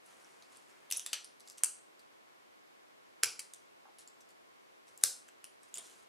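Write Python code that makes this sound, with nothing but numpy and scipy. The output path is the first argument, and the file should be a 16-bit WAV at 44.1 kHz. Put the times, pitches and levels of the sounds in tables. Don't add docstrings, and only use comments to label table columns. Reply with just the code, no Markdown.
import sys
import numpy as np
from scipy import signal
from scipy.fft import rfft, irfft, next_fast_len
from scipy.io import wavfile
from scipy.ndimage import map_coordinates

SR = 44100
rng = np.random.default_rng(int(sys.argv[2]) if len(sys.argv) > 2 else 0)


def int16_out(signal):
    q = np.round(np.clip(np.atleast_2d(signal).T, -1, 1) * 32767)
    wavfile.write(sys.argv[1], SR, q.astype(np.int16))


N = 268480

# (frequency [Hz], width [Hz], level [dB])
METAL_MODES = [(1580, 280, 4), (2430, 7200, 3.5), (3460, 1700, 4), (3984, 1800, -3), (5000, 1500, 2.5),
               (5790, 300, -5.5), (6470, 1200, -2), (7600, 1065, 0), (8890, 1300, -2.5), (9840, 1600, 1.5),
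               (10570, 3100, 0.5), (12250, 1200, -9.5), (13500, 2100, -8.5)]


def amp(db):
    return 10 ** (np.asarray(db) / 20)


def unit_rms(x):
    return x / np.sqrt(np.mean(x ** 2) + 1e-20)


def log_interp(points, hz):
    f, values = np.transpose(points)
    return np.interp(np.log(hz + 1), np.log(f + 1), values)


def filtered(x, response):
    n = x.shape[-1]
    size = next_fast_len(n + 4096)
    return irfft(rfft(x, size) * response(np.fft.rfftfreq(size, 1 / SR)), size)[..., :n]


def noise(spectrum):
    return unit_rms(filtered(rng.standard_normal(N), lambda hz: amp(log_interp(spectrum, hz))))


def resonance(f, hz, width_hz):
    return 1j * f * width_hz / (hz * hz - f * f + 1j * f * width_hz)


def low_cut(f, hz):
    return 1j * f / (hz + 1j * f)


def add(track, start_s, sound):
    track[round(start_s * SR):][:len(sound)] += sound


def with_energy(sound, db):
    return amp(db) * np.sqrt(SR / 1000) / np.linalg.norm(sound) * sound


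def hiss():
    # (frequency [Hz], relative density [dB])
    mid_spectrum = [(15, -62), (25, -30.5), (177, -11.5), (208, -11.5), (238, -8), (357, -2.5), (387, -3),
                    (419, -3), (479, -4), (865, -6), (963, -8), (1070, -6), (1400, -7.5), (2160, -8.5),
                    (15300, -24)]
    side_spectrum = [(15, -75), (25, -44.5), (75, -23.5), (164, -10), (320, -4.5), (454, -2.5), (506, -4),
                     (679, -2.5), (1400, -7.5), (2160, -11.5), (2530, -13.5), (15300, -35)]
    roll_off = [(11000, 0), (14800, -3), (15400, -20)]
    # (frequency [Hz], mid level [dB], side level [dB])
    tones = [(1000, -83, -94), (1086, -80.5, -89), (2200, -84, -87)]
    floor = np.array([amp(-68.5) * noise(mid_spectrum), amp(-61.5) * noise(side_spectrum)])
    floor = filtered(floor, lambda hz: amp(log_interp(roll_off, hz)))
    for hz, *mid_side_db in tones:
        drift_rad = 0.011 * np.cumsum(rng.standard_normal(N))
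        floor += amp(mid_side_db)[:, None] * np.sin(2 * np.pi * hz * np.arange(N) / SR + drift_rad)
    return floor


def rubs():
    # (start [s], length [s], scrape [dB], skin and cloth [dB])
    strokes = [(0.02, 0.57, -68, -70), (0.502, 0.22, -69.5, -75), (0.671, 0.34, -75, -71),
               (0.939, 0.066, -51.5, -69), (1.448, 0.091, -68, -72), (1.572, 0.029, -60, -73.5),
               (3.983, 0.06, -58.5, -76), (4.86, 0.12, -72, -73.5), (5.01, 0.036, -62, -65.5),
               (5.612, 0.15, -72, -74), (5.754, 0.065, -67, -61), (5.802, 0.25, -61.5, -71)]
    # (frequency [Hz], relative density [dB])
    scrape_spectrum = [(1470, -22), (2500, -8.5), (2850, -4.5), (5750, -2), (6200, 0), (10100, -1.5),
                       (13100, -16), (15500, -61.5)]
    cloth_spectrum = [(60, -32.5), (130, -10.5), (350, -3.5), (1200, -2), (2500, -5), (5000, -28)]
    rise_share, release_s = 0.12, 0.022
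    scrape_fade_db, cloth_fade_db = 11.5, 5.5
    grit_db, grain_samples = 4, 64
    t, track = np.arange(N) / SR, np.zeros(N)
    roughness = rng.standard_normal(N // grain_samples + 4)
    grains = unit_rms(amp(grit_db * map_coordinates(roughness, [np.arange(N) / grain_samples])))
    scrape, cloth = grains * noise(scrape_spectrum), noise(cloth_spectrum)
    for start_s, length_s, scrape_db, cloth_db in strokes:
        progress = (t - start_s) / length_s
        touch = np.clip(np.minimum(progress / rise_share, (1 - progress) * length_s / release_s), 0, 1)
        fade = np.clip(progress - rise_share, 0, 1)
        track += touch * amp(scrape_db - scrape_fade_db * fade) * scrape
        track += touch * amp(cloth_db - cloth_fade_db * fade) * cloth
    return track


def sheet_cracks():
    # (time [s], decay [ms], level over 1 ms [dB], flap's high ring [Hz], its lift [dB],
    # fall below it [dB/octave], flap's low ring [Hz], its level against the rest [dB])
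    contacts = [(0.06, 4.7, -54, 10100, 9.4, 5.5, 5900, -16), (0.2458, 1.4, -55, 7600, 3, 6.9, 5800, 6),
                (0.423, 2.5, -50.5, 8700, 3, 9, 4770, 10), (0.5702, 1.4, -51.5, 8700, 4.4, 19, 2900, -19),
                (0.9019, 1.7, -39, 10000, 13, 6, 3670, -4.5),
                (0.9114, 2.3, -26, 11750, 14, 6.2, 2650, -7.5),
                (0.923, 2, -22.5, 10400, 3.2, 2.5, 5900, -1.5), (0.961, 8.4, -32, 10200, 15, 5.4, 6250, 5),
                (0.9695, 3.8, -25, 9850, 15, 20, 6230, -15), (0.995, 0.77, -33, 6000, 10, 8, 3100, -7.5),
                (1.062, 1.9, -29, 10300, 3.2, 1, 3600, -5.5), (1.1305, 4.1, -22, 4370, 2.7, 6.6, 2950, -11),
                (1.2437, 3.4, -40, 9320, 24, 4.5, 5270, -4), (1.398, 1, -55, 9600, 6.8, 8.1, 5100, -7),
                (1.4045, 1.9, -49, 9700, 4, 4.1, 5000, -0.5),
                (1.4743, 3.1, -46.5, 7600, 3, 2.3, 5000, -0.5),
                (1.4842, 1.6, -47.5, 7340, 17, 6.9, 4960, -15), (1.499, 1.2, -43, 10300, 5, 3.1, 5130, -1),
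                (1.519, 1.2, -52, 7000, 4, 9, 4900, -12), (1.582, 0.96, -42.5, 8600, 8, 3.2, 5960, -11),
                (1.635, 0.83, -14, 8390, 17.2, 8.1, 2800, -29.5),
                (1.9924, 4.8, -54, 8800, 6.2, 4, 4630, -2), (3.2302, 2.8, -33.5, 5000, 3, 4.2, 3840, -12),
                (3.2334, 1.9, -14.5, 5200, 4.1, 15, 2390, -13.5),
                (3.3923, 4.1, -30, 9100, 3.5, 6.6, 2230, -20), (3.536, 1, -39.5, 9500, 7.1, 5.3, 5030, -10),
                (3.984, 3.1, -50.5, 11000, 23, 8, 4480, -5.5),
                (4.075, 0.89, -45.5, 7300, 9, 8.1, 4670, -14.5), (4.2054, 5.9, -53, 8360, 4, 5, 5300, 0),
                (4.2887, 3.3, -58, 10950, 5, 5, 5120, -1.5), (4.305, 2.2, -58, 7460, 2.6, 5.5, 4410, -14),
                (4.8804, 2.7, -57, 8000, 3.8, 4, 5200, -2), (4.976, 0.91, -45, 8900, 2.5, 15, 6200, -25),
                (5.0123, 1.3, -53, 9200, 4, 3, 5100, -7), (5.0266, 6.4, -53, 11000, 3, 5, 5500, -8),
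                (5.0344, 2.5, -29.5, 9000, 2.5, 1.7, 5300, -9),
                (5.0369, 0.89, -10.5, 10900, 3.6, 8, 5130, -2.5),
                (5.2814, 1.6, -55.5, 7200, 4, 3.3, 5220, -11), (5.2872, 0.9, -50.5, 7670, 1, 4.3, 2590, -8),
                (5.4425, 0.39, -38.5, 9330, 11, 3.8, 2845, -12.5),
                (5.631, 3, -52.5, 8500, 8.6, 10.5, 6300, -9.5),
                (5.7409, 1.6, -32.5, 7170, 15, 9, 3200, -13.5), (5.7543, 4.3, -37.5, 8500, 6, 7, 3130, -9),
                (5.772, 1.4, -35.5, 7000, 17, 5.2, 3660, -10.5),
                (5.7814, 2.4, -33, 8840, 21, 4.8, 3370, -8)]
    # (time [s], level against near [dB])
    wall_throw = [(0.9, -5), (1.7, -0.5), (3.3, -2.7), (4.9, 2.5), (5.04, -12), (5.4, -3.2), (5.8, -2)]
    fall_above_db_oct, high_width_hz = 5.5, 280
    low_width, low_skirt, radiation_edge = 0.19, 0.46, 0.55
    near, to_walls, around = np.zeros((3, N + SR))
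    t = np.arange(2048) / SR
    impulse = 1. * (t == 0)
    mode_hz, width_hz, mode_db = np.transpose(METAL_MODES[1:])
    polarity = (-1.) ** np.arange(len(mode_hz))
    for start_s, decay_ms, db, high_hz, lift_db, fall_below_db_oct, low_hz, low_db in contacts:
        age = 1000 * t / decay_ms
        crackle = (1 - np.exp(-age / .15)) * np.exp(-age) * rng.standard_normal(len(t))
        octaves = np.log2(mode_hz / high_hz)
        drive_db = np.where(octaves < 0, fall_below_db_oct, -fall_above_db_oct) * octaves
        weights = polarity * amp(mode_db + drive_db + rng.normal(0, 2.6, len(mode_hz)))

        def radiation(f):
            high_ring = 1 + (amp(lift_db) - 1) * resonance(f, high_hz, high_width_hz)
            return high_ring * low_cut(f, radiation_edge * low_hz)

        def low_ring(f):
            return resonance(f, low_hz, low_width * low_hz) * resonance(f, low_hz, low_skirt * low_hz)

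        def shaken(push):
            modes = filtered(push, lambda f: resonance(f, mode_hz[:, None], width_hz[:, None]) ** 2)
            modes /= np.linalg.norm(modes, axis=1, keepdims=True)
            sheet = unit_rms(filtered(weights @ modes, radiation))
            flap = unit_rms(filtered(push, low_ring))
            return with_energy(sheet + amp(low_db) * flap, db)

        crack = shaken(crackle)
        add(near, start_s, crack)
        add(to_walls, start_s, amp(np.interp(start_s, *np.transpose(wall_throw))) * crack)
        add(around, start_s, shaken(impulse))
    return np.array([near, to_walls, around])[:, :N]


def knocks():
    # (time [s], level [dB], pitch [Hz])
    hits = [(0.92, -52, 623), (1.13, -47.5, 490), (1.607, -56, 1100), (1.633, -74, 700), (3.2333, -34, 469),
            (3.854, -51.5, 800), (3.867, -56, 791), (3.885, -53, 818), (5.0369, -36.5, 490),
            (5.759, -56, 860), (5.786, -50, 436)]
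    attack_s, t60_s = 0.00044, 0.022
    track, t = np.zeros(N + SR), np.arange(8192) / SR
    for start_s, db, hz in hits:
        rattle = filtered(rng.standard_normal(len(t)), lambda f: resonance(f, 1.25 * hz, 0.78 * hz) ** 2)
        wood = 1.37 * np.sin(2 * np.pi * hz * t) + 0.91 * unit_rms(rattle)
        envelope = amp(db - 60 * t / t60_s) * (1 - np.exp(-t / attack_s))
        add(track, start_s, envelope * wood)
    return filtered(track[:N], lambda f: low_cut(f, hz=200) ** 3)


def blade_rings():
    # (time [s], level over 1 ms [dB])
    shuts = [(0.922, -50.5), (1.132, -40), (1.635, -39.5), (3.2335, -26.5), (3.392, -53), (5.037, -31),
             (5.2861, -53)]
    hz, width_hz, _ = METAL_MODES[0]
    top_hz = 3000
    track, impulse = np.zeros(N + SR), 1. * (np.arange(2048) == 0)

    def response(f):
        return resonance(f, hz, width_hz) * top_hz / (top_hz + 1j * f) * low_cut(f, hz=800)

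    ring = filtered(impulse, response)
    for start_s, db in shuts:
        add(track, start_s, with_energy(ring, db))
    return track[:N]


def table_thumps():
    # (time [s], level [dB])
    jolts = [(3.241, -60), (5.039, -66)]
    attack_s, t60_s = 0.0066, 0.18
    track, t = np.zeros(N + SR), np.arange(SR // 2) / SR
    modes = sum(gain * np.sin(2 * np.pi * hz * t) for hz, gain in [(110, 1), (78, .6), (145, .45)])
    for start_s, db in jolts:
        envelope = amp(db - 60 * t / t60_s) * (1 - np.exp(-t / attack_s))
        add(track, start_s, envelope * modes)
    return track[:N]


def room(to_walls, around):
    # (delay [ms], level [dB])
    echoes = [(4.5, -21), (7.5, -9), (10.6, -10), (15, -23.5), (24, -17.5)]
    # (frequency [Hz], T60 [s])
    decay = [(300, 0.6), (800, 0.4), (2100, 0.32), (5500, 0.35), (9000, 0.34), (14600, 0.2)]
    # (frequency [Hz], relative level [dB])
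    mid_colour = [(300, -4), (1000, -0.5), (2000, -1.5), (3800, -2.5), (5500, -3.5), (9000, -8),
                  (14000, -7.5)]
    side_colour = [(300, -7.5), (2000, -17), (3500, -21), (5500, -15), (10000, -9), (14000, -2.5)]
    build_up_s = np.array([[.005], [.003]])
    wet, block = np.zeros((2, N + 2 * SR)), SR // 8
    for start in range(0, N, block):
        hz, t, spectra = signal.stft(rng.standard_normal((2, SR // 2)), SR, nperseg=256)
        colour = amp([log_interp(mid_colour, hz), log_interp(side_colour, hz)])[:, :, None]
        fade = amp(-60 * t / log_interp(decay, hz)[:, None])
        _, tail = signal.istft(spectra * colour * fade, SR, nperseg=256)
        tail *= amp(-31) * (1 - np.exp(-np.arange(tail.shape[1]) / SR / build_up_s))
        answer = signal.fftconvolve(around[None, start:start + block], tail, axes=1)
        wet[:, start:start + answer.shape[1]] += answer
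    for k, (delay_ms, db) in enumerate(echoes):
        delay = round(delay_ms * SR / 1000)
        gains = amp([[db], [db - 3.5]]) * [[1], [(-1) ** k]]
        wet[:, delay:delay + N] += gains * to_walls
    return wet[:, :N]


def scene():
    wood = amp([[0], [-4], [-5]]) * knocks()
    metal = sheet_cracks() + amp([[0], [-6], [-4]]) * blade_rings()
    near, to_walls, around = metal + wood + rubs()
    direct_side = amp(-19) * np.roll(around, 9)
    direct = np.array([near + table_thumps(), direct_side])
    mid, side = direct + room(to_walls, around) + hiss()
    return np.array([mid + side, mid - side])


def record(dry):
    edge_hz, stop_hz, hz_per_db = 15700, 16600, 25
    return filtered(dry, lambda hz: amp(-np.maximum(hz - edge_hz, 0) / hz_per_db) * (hz < stop_hz))


dry = scene()
out = record(dry)
int16_out(out)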